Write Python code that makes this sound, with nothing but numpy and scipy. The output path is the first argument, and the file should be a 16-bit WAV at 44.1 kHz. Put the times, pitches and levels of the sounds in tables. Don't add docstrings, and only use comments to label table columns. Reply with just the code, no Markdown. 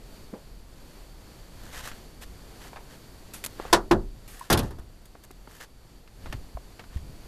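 import sys
import numpy as np
from scipy import signal
from scipy.fft import rfft, irfft
from scipy.io import wavfile

SR = 44100
rng = np.random.default_rng(int(sys.argv[2]) if len(sys.argv) > 2 else 0)


def to_wav(s):
    ch = np.atleast_2d(s).T
    pcm = np.round(np.clip(ch, -1, 1) * 32767)
    wavfile.write(sys.argv[1], SR, pcm.astype(np.int16))


N = 320882
TIME = np.arange(N) / SR
AGE = np.arange(SR) / SR

# t/s, level/dB, low cut f/Hz, contact cut-off f/Hz, door modes/dB, latch/dB, boom/dB
DOOR_BLOWS = [(3.727, -8, 350, 3770, 5.5, 0, -17.5), (3.91, -6, 135, 525, 9, -14, -10),
              (4.4995, -12, 70, 4000, -6.5, -4.5, -3.5), (4.512, -12, 90, 2200, -20, -12, -18),
              (4.5245, -12.5, 70, 550, 3.5, 3, -6.5), (4.572, -22, 80, 1600, -9, 1.5, -3),
              (4.588, -14, 70, 221, -15, -7.5, -11)]
# f/Hz, level/dB, nominal T60/s
DOOR_MODES = [(220, -18, 0.49), (335.7, -1.5, 0.22), (346.3, 1.5, .22), (383.4, -12.5, 0.44),
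              (480.4, -13, 0.11), (576, -3, 0.12), (693.4, 0.5, 0.11), (713, -12.5, 0.2), (820, -6.5, 0.11),
              (885, -1.5, 0.13), (980, -5, 0.18), (1045, 6, 0.077), (1217, -14.5, 0.16), (1304, -4, 0.085),
              (1290, -12.5, 0.045), (1457, -15, 0.21), (1490, -3, 0.1), (1640, -15, 0.19), (1768, 1, 0.084),
              (2383, -36, .11), (3400, -6, 0.069), (3730, -15, 0.113), (3800, -11, .11), (5140, 4, 0.055),
              (6000, -3, .05)]
# f/Hz, spectral level/dB, nominal T60/s
PANEL_BANDS = [(60, 3, 0.944), (139, 1.5, 0.39), (276, 0.5, 0.4), (604, -2, 0.3), (1010, -0.5, 0.25),
               (1836, -4, 0.18), (2296, -9, .11), (3540, -15.5, 0.17), (5820, -6, 0.14), (14500, -14, 0.13)]
# f/Hz, spectral level/dB, T60/s
LATCH_BANDS = [(297, -2, 0.052), (987, -3.5, 0.15), (2210, 1, 0.092), (3450, 9, 0.071), (5700, 3.5, 0.052),
               (7740, -2.5, 0.069), (13400, 16.5, 0.022)]
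# f/Hz, level/dB, T60/s
BODY_MODES = [(31.48, -5.5, 1), (42, -6.5, 0.29), (84.7, -6.5, 0.27), (102.7, -1, 0.21), (132, -2.5, 0.24)]
# t/s, level/dB, centre f/Hz, bandwidth/Hz, T60/s
KNOCKS = [(.329, -33, 210, 111, 0.09), (0.337, -38, 457, 435, 0.19), (1.915, -40, 1370, 2400, 0.057),
          (2.731, -39.5, 676, 970, 0.064), (2.76, -39, 725, 1400, 0.16), (3.5989, -23, 563, 650, 0.021),
          (3.652, -29.5, 512, 807, 0.025), (4.411, -28, 1000, 170, 0.041), (5.151, -38.5, 626, 850, 0.031),
          (5.307, -35.5, 420, 980, 0.022), (5.474, -35.5, 390, 734, 0.029), (5.604, -40, 980, 2580, 0.059),
          (6.076, -47, 1590, 3020, .037), (6.259, -35.5, 596, 1400, 0.081),
          (6.326, -28.5, 600, 2200, 0.061), (6.571, -27.5, 676, 517, .023),
          (6.794, -36.5, 740, 2300, 0.077), (6.839, -44, 1000, 2600, .04)]
# t/s, level/dB, T60/s
BRIGHT_BURSTS = [(3.335, -38, 0.21), (3.439, -23.5, .024), (3.447, -24, 0.026), (3.461, -22.5, 0.027),
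                 (4.276, -44.5, 0.63), (4.394, -31, .017), (4.794, -41, .014), (5.054, -43.5, .048),
                 (5.311, -34.5, .016), (6.326, -36.5, 0.032)]
# f/Hz, spectral level/dB
BURST_SPECTRUM = [(400, -5.5), (1200, 1), (2200, 1.5), (5000, -3), (10000, 1), (14500, -3)]
# t/s, level/dB, f/Hz
BUMPS = [(4.599, -14, 140), (6.267, -25, 86), (6.343, -21, 94), (6.348, -27, 236), (6.549, -21.5, 51.3),
         (6.96, -15.5, 69.5), (7.094, -27, 141)]
# t/s, duration/s, level/dB, cut-off f/Hz
SCUFFS = [(1.478, 0.59, -52, 4660), (1.707, 0.13, -41, 5030), (1.815, 0.1, -39.5, 5500),
          (2.203, 0.052, -45.5, 7000), (2.587, .125, -48.5, 4000), (2.874, 0.11, -53.5, 4000),
          (3.55, 0.21, -47, 1470), (4.286, .24, -48, 5900), (4.602, 0.11, -49.5, 5900),
          (5.229, 0.031, -49, 14000), (5.459, .17, -51.5, 9400), (5.587, 0.076, -42.5, 5000),
          (6.173, 0.24, -54.5, 3640), (6.891, 0.13, -53, 3000)]
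# f/Hz, spectral level/dB
SCUFF_SPECTRUM = [(150, -24), (500, -4), (1400, -3.5), (1750, 1), (2300, -8.5), (3100, -5.5), (4800, -9),
                  (7200, -6.5), (10000, -8), (14500, -3)]
# peak t/s, half-width/s, level/dB
GUSTS = [(3.95, 0.23, -36.5), (4.773, 0.07, -37), (6.338, 0.12, -33.5), (7.077, 0.22, -37.5)]
# f/Hz, spectral level/dB
WIND_AND_HUM_SPECTRUM = [(12, -1.5), (28, -4), (39, 4), (50, -5.5), (120, -14), (220, -21.5), (500, -33.5),
                         (2000, -73.5)]
# f/Hz, spectral level/dB
HUSH_SPECTRUM = [(30, -6), (120, -1), (300, -3.5), (600, -8.5), (1200, -14.5), (2500, -19), (4100, -19.5),
                 (4550, -13), (5050, -21.5), (6400, -22.5), (7200, -21), (8200, -24), (14500, -25)]
# t/s, level/dB
HUSH_LEVELS = [(0, -52), (3.5, -50), (5, -53.5), (6, -53.5), (7.28, -48.5)]


def door(caught_s=4.2, settle_s=4.627, gap_s=0.078, rebound_db=-29.5, drop_db=4.5):
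    loose, caught = dict(t60_scale=0.76, latch_hz=8400), dict(t60_scale=0.93, latch_hz=10800)
    out = np.zeros(N)
    for s, db, *timbre in DOOR_BLOWS:
        add(out, s, undb(db) * door_blow(*timbre, **(loose if s < caught_s else caught)))
    for k in range(3):
        rebound = door_blow(low_hz=105, contact_hz=800, modes_db=-3, latch_db=-11, boom_db=0, **caught)
        add(out, settle_s + k * gap_s, undb(rebound_db - k * drop_db) * rebound)
    return out


def door_blow(low_hz, contact_hz, modes_db, latch_db, boom_db, t60_scale, latch_hz):
    panel = dense_modes(PANEL_BANDS, t60_scale)
    ringing = undb(modes_db) * ring(DOOR_MODES, detune=0.0032, t60_scale=t60_scale)
    skin = roll_off(panel + ringing, contact_hz)
    impact = swell(rise_s=0.0021) * (skin + latch(latch_db, latch_hz))
    clunk = roll_off(impact, low_hz, "highpass", order=2)
    boom = undb(boom_db) * swell(rise_s=0.011) * ring(BODY_MODES, detune=0.03)
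    return clunk + boom


def latch(db, cutoff_hz, bite_s=0.0035, bite_db=2.5, chatter_db=1.0):
    bite = undb(bite_db) * swell(rise_s=0.0006) * dense_modes(LATCH_BANDS)
    late_bite = np.pad(bite, (int(bite_s * SR), 0))[:SR]
    chatter = undb(db + chatter_db * wander(rate_hz=900, size=SR))
    graze = dense_modes(LATCH_BANDS)
    return roll_off(chatter * (graze + late_bite), cutoff_hz, order=2)


def ring(modes, detune, t60_scale=1):
    waves = np.zeros(SR)
    for hz, db, t60 in modes:
        cycles = hz * rng.normal(1, detune) * AGE
        phase = (hz > 450) * rng.random()
        waves += undb(db) * decay(t60 * t60_scale) * np.sin(2 * np.pi * (cycles + phase))
    return waves / np.sqrt(sum(undb(db) ** 2 for _, db, _ in modes) / 2)


def dense_modes(bands, t60_scale=1, rise_cycles=0.43):
    noise = coloured(rng.standard_normal(SR), bands)
    log_hz = np.log([hz for hz, _, _ in bands])
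    out = np.zeros(SR)
    for share, (hz, _, t60) in zip(np.eye(len(bands)), bands):
        band = filtered(noise, lambda f: np.interp(np.log(f), log_hz, share))
        out += band * decay(t60 * t60_scale) * swell(rise_cycles / hz)
    return out


def light_contacts():
    out = np.zeros(N)
    for source, events in (knock, KNOCKS), (bright_burst, BRIGHT_BURSTS), (bump, BUMPS):
        for s, db, *settings in events:
            add(out, s, undb(db) * source(*settings))
    return out


def knock(hz, width_hz, t60, tap=2.9):
    force = rng.standard_normal(SR) * decay(t60)
    force[0] += tap
    response = filtered(force, lambda f: (1 + 1j * (f - hz ** 2 / f) / width_hz) ** -2)
    return unit_rms(response) * np.sqrt(np.mean(decay(t60) ** 2))


def bright_burst(t60):
    return coloured(rng.standard_normal(SR), BURST_SPECTRUM) * decay(t60) * swell(rise_s=0.0012)


def bump(hz, t60_cycles=6):
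    return np.sin(2 * np.pi * hz * AGE) * decay(t60_cycles / hz) * swell(rise_s=0.0014)


def scuffs(grit_db=3.5, taper=0.73):
    out = np.zeros(N)
    for s, length_s, db, cutoff_hz in SCUFFS:
        grains = rng.standard_normal(SR) * undb(grit_db * wander(rate_hz=700, size=SR))
        rubbing = roll_off(coloured(grains, SCUFF_SPECTRUM), cutoff_hz)
        stroke = signal.windows.tukey(int(length_s * SR), taper)
        add(out, s, undb(db) * unit_rms(rubbing[:len(stroke)]) * stroke)
    return out


def wind_and_hum(breeze_db=-46, easing_db_per_s=0.5, flutter_db=2):
    breeze = undb(breeze_db - easing_db_per_s * TIME)
    gusts = [undb(db) * np.exp(-((TIME - s) / half_s) ** 2) for s, half_s, db in GUSTS]
    strength = np.sqrt(breeze ** 2 + sum(gust ** 2 for gust in gusts))
    rumble = coloured(rng.standard_normal(N), WIND_AND_HUM_SPECTRUM)
    return rumble * strength * undb(flutter_db * wander(rate_hz=7.6, size=N))


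def hush(waver_db=1.6):
    noise = coloured(rng.standard_normal(N), HUSH_SPECTRUM)
    level_db = np.interp(TIME, *np.transpose(HUSH_LEVELS))
    return noise * undb(level_db - waver_db * wander(rate_hz=6.1, size=N))


def undb(db):
    return 10 ** (np.asarray(db) / 20)


def unit_rms(x):
    return x / np.sqrt(np.mean(x ** 2))


def add(out, s, x):
    i = int(s * SR)
    out[i:i + len(x)] += x[:N - i]


def decay(t60):
    return np.exp(-np.log(1000) * AGE / t60)


def swell(rise_s):
    return 1 - np.exp(-(AGE / rise_s) ** 2)


def filtered(x, response):
    return irfft(rfft(x) * response(np.fft.rfftfreq(len(x), 1 / SR) + 1e-6), len(x))


def coloured(x, spectrum):
    hz, db = np.transpose(spectrum)[:2]
    return unit_rms(filtered(x, lambda f: undb(np.interp(np.log(f), np.log(hz), db, right=-np.inf))))


def roll_off(x, hz, kind="lowpass", order=1):
    return signal.sosfilt(signal.butter(order, hz, kind, fs=SR, output="sos"), x)


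def wander(rate_hz, size):
    steps = np.arange(size) / SR * rate_hz
    count = int(steps[-1]) + 2
    return np.interp(steps, np.arange(count), rng.standard_normal(count))


def scene():
    return (door() + light_contacts() + scuffs() + wind_and_hum() + hush())[None]


def record(dry, ceiling=0.43, threshold_db=-11, recover_db_per_s=0.53, lag_s=0.15, top_hz=14000):
    clipped = dry / (1 + (dry / ceiling) ** 8) ** (1 / 8)
    over_db = np.maximum(20 * np.log10(np.abs(clipped) + 1e-9) - threshold_db, 0)
    recovery_db = recover_db_per_s * TIME
    held_db = np.maximum.accumulate(over_db + recovery_db, axis=-1) - recovery_db
    step = 1 / (lag_s * SR)
    duck_db = signal.lfilter([step], [1, step - 1], held_db)
    band_limit = signal.ellip(10, .2, 80, top_hz, fs=SR, output="sos")
    return signal.sosfilt(band_limit, clipped * undb(-duck_db))


dry = scene()
out = record(dry)
to_wav(out)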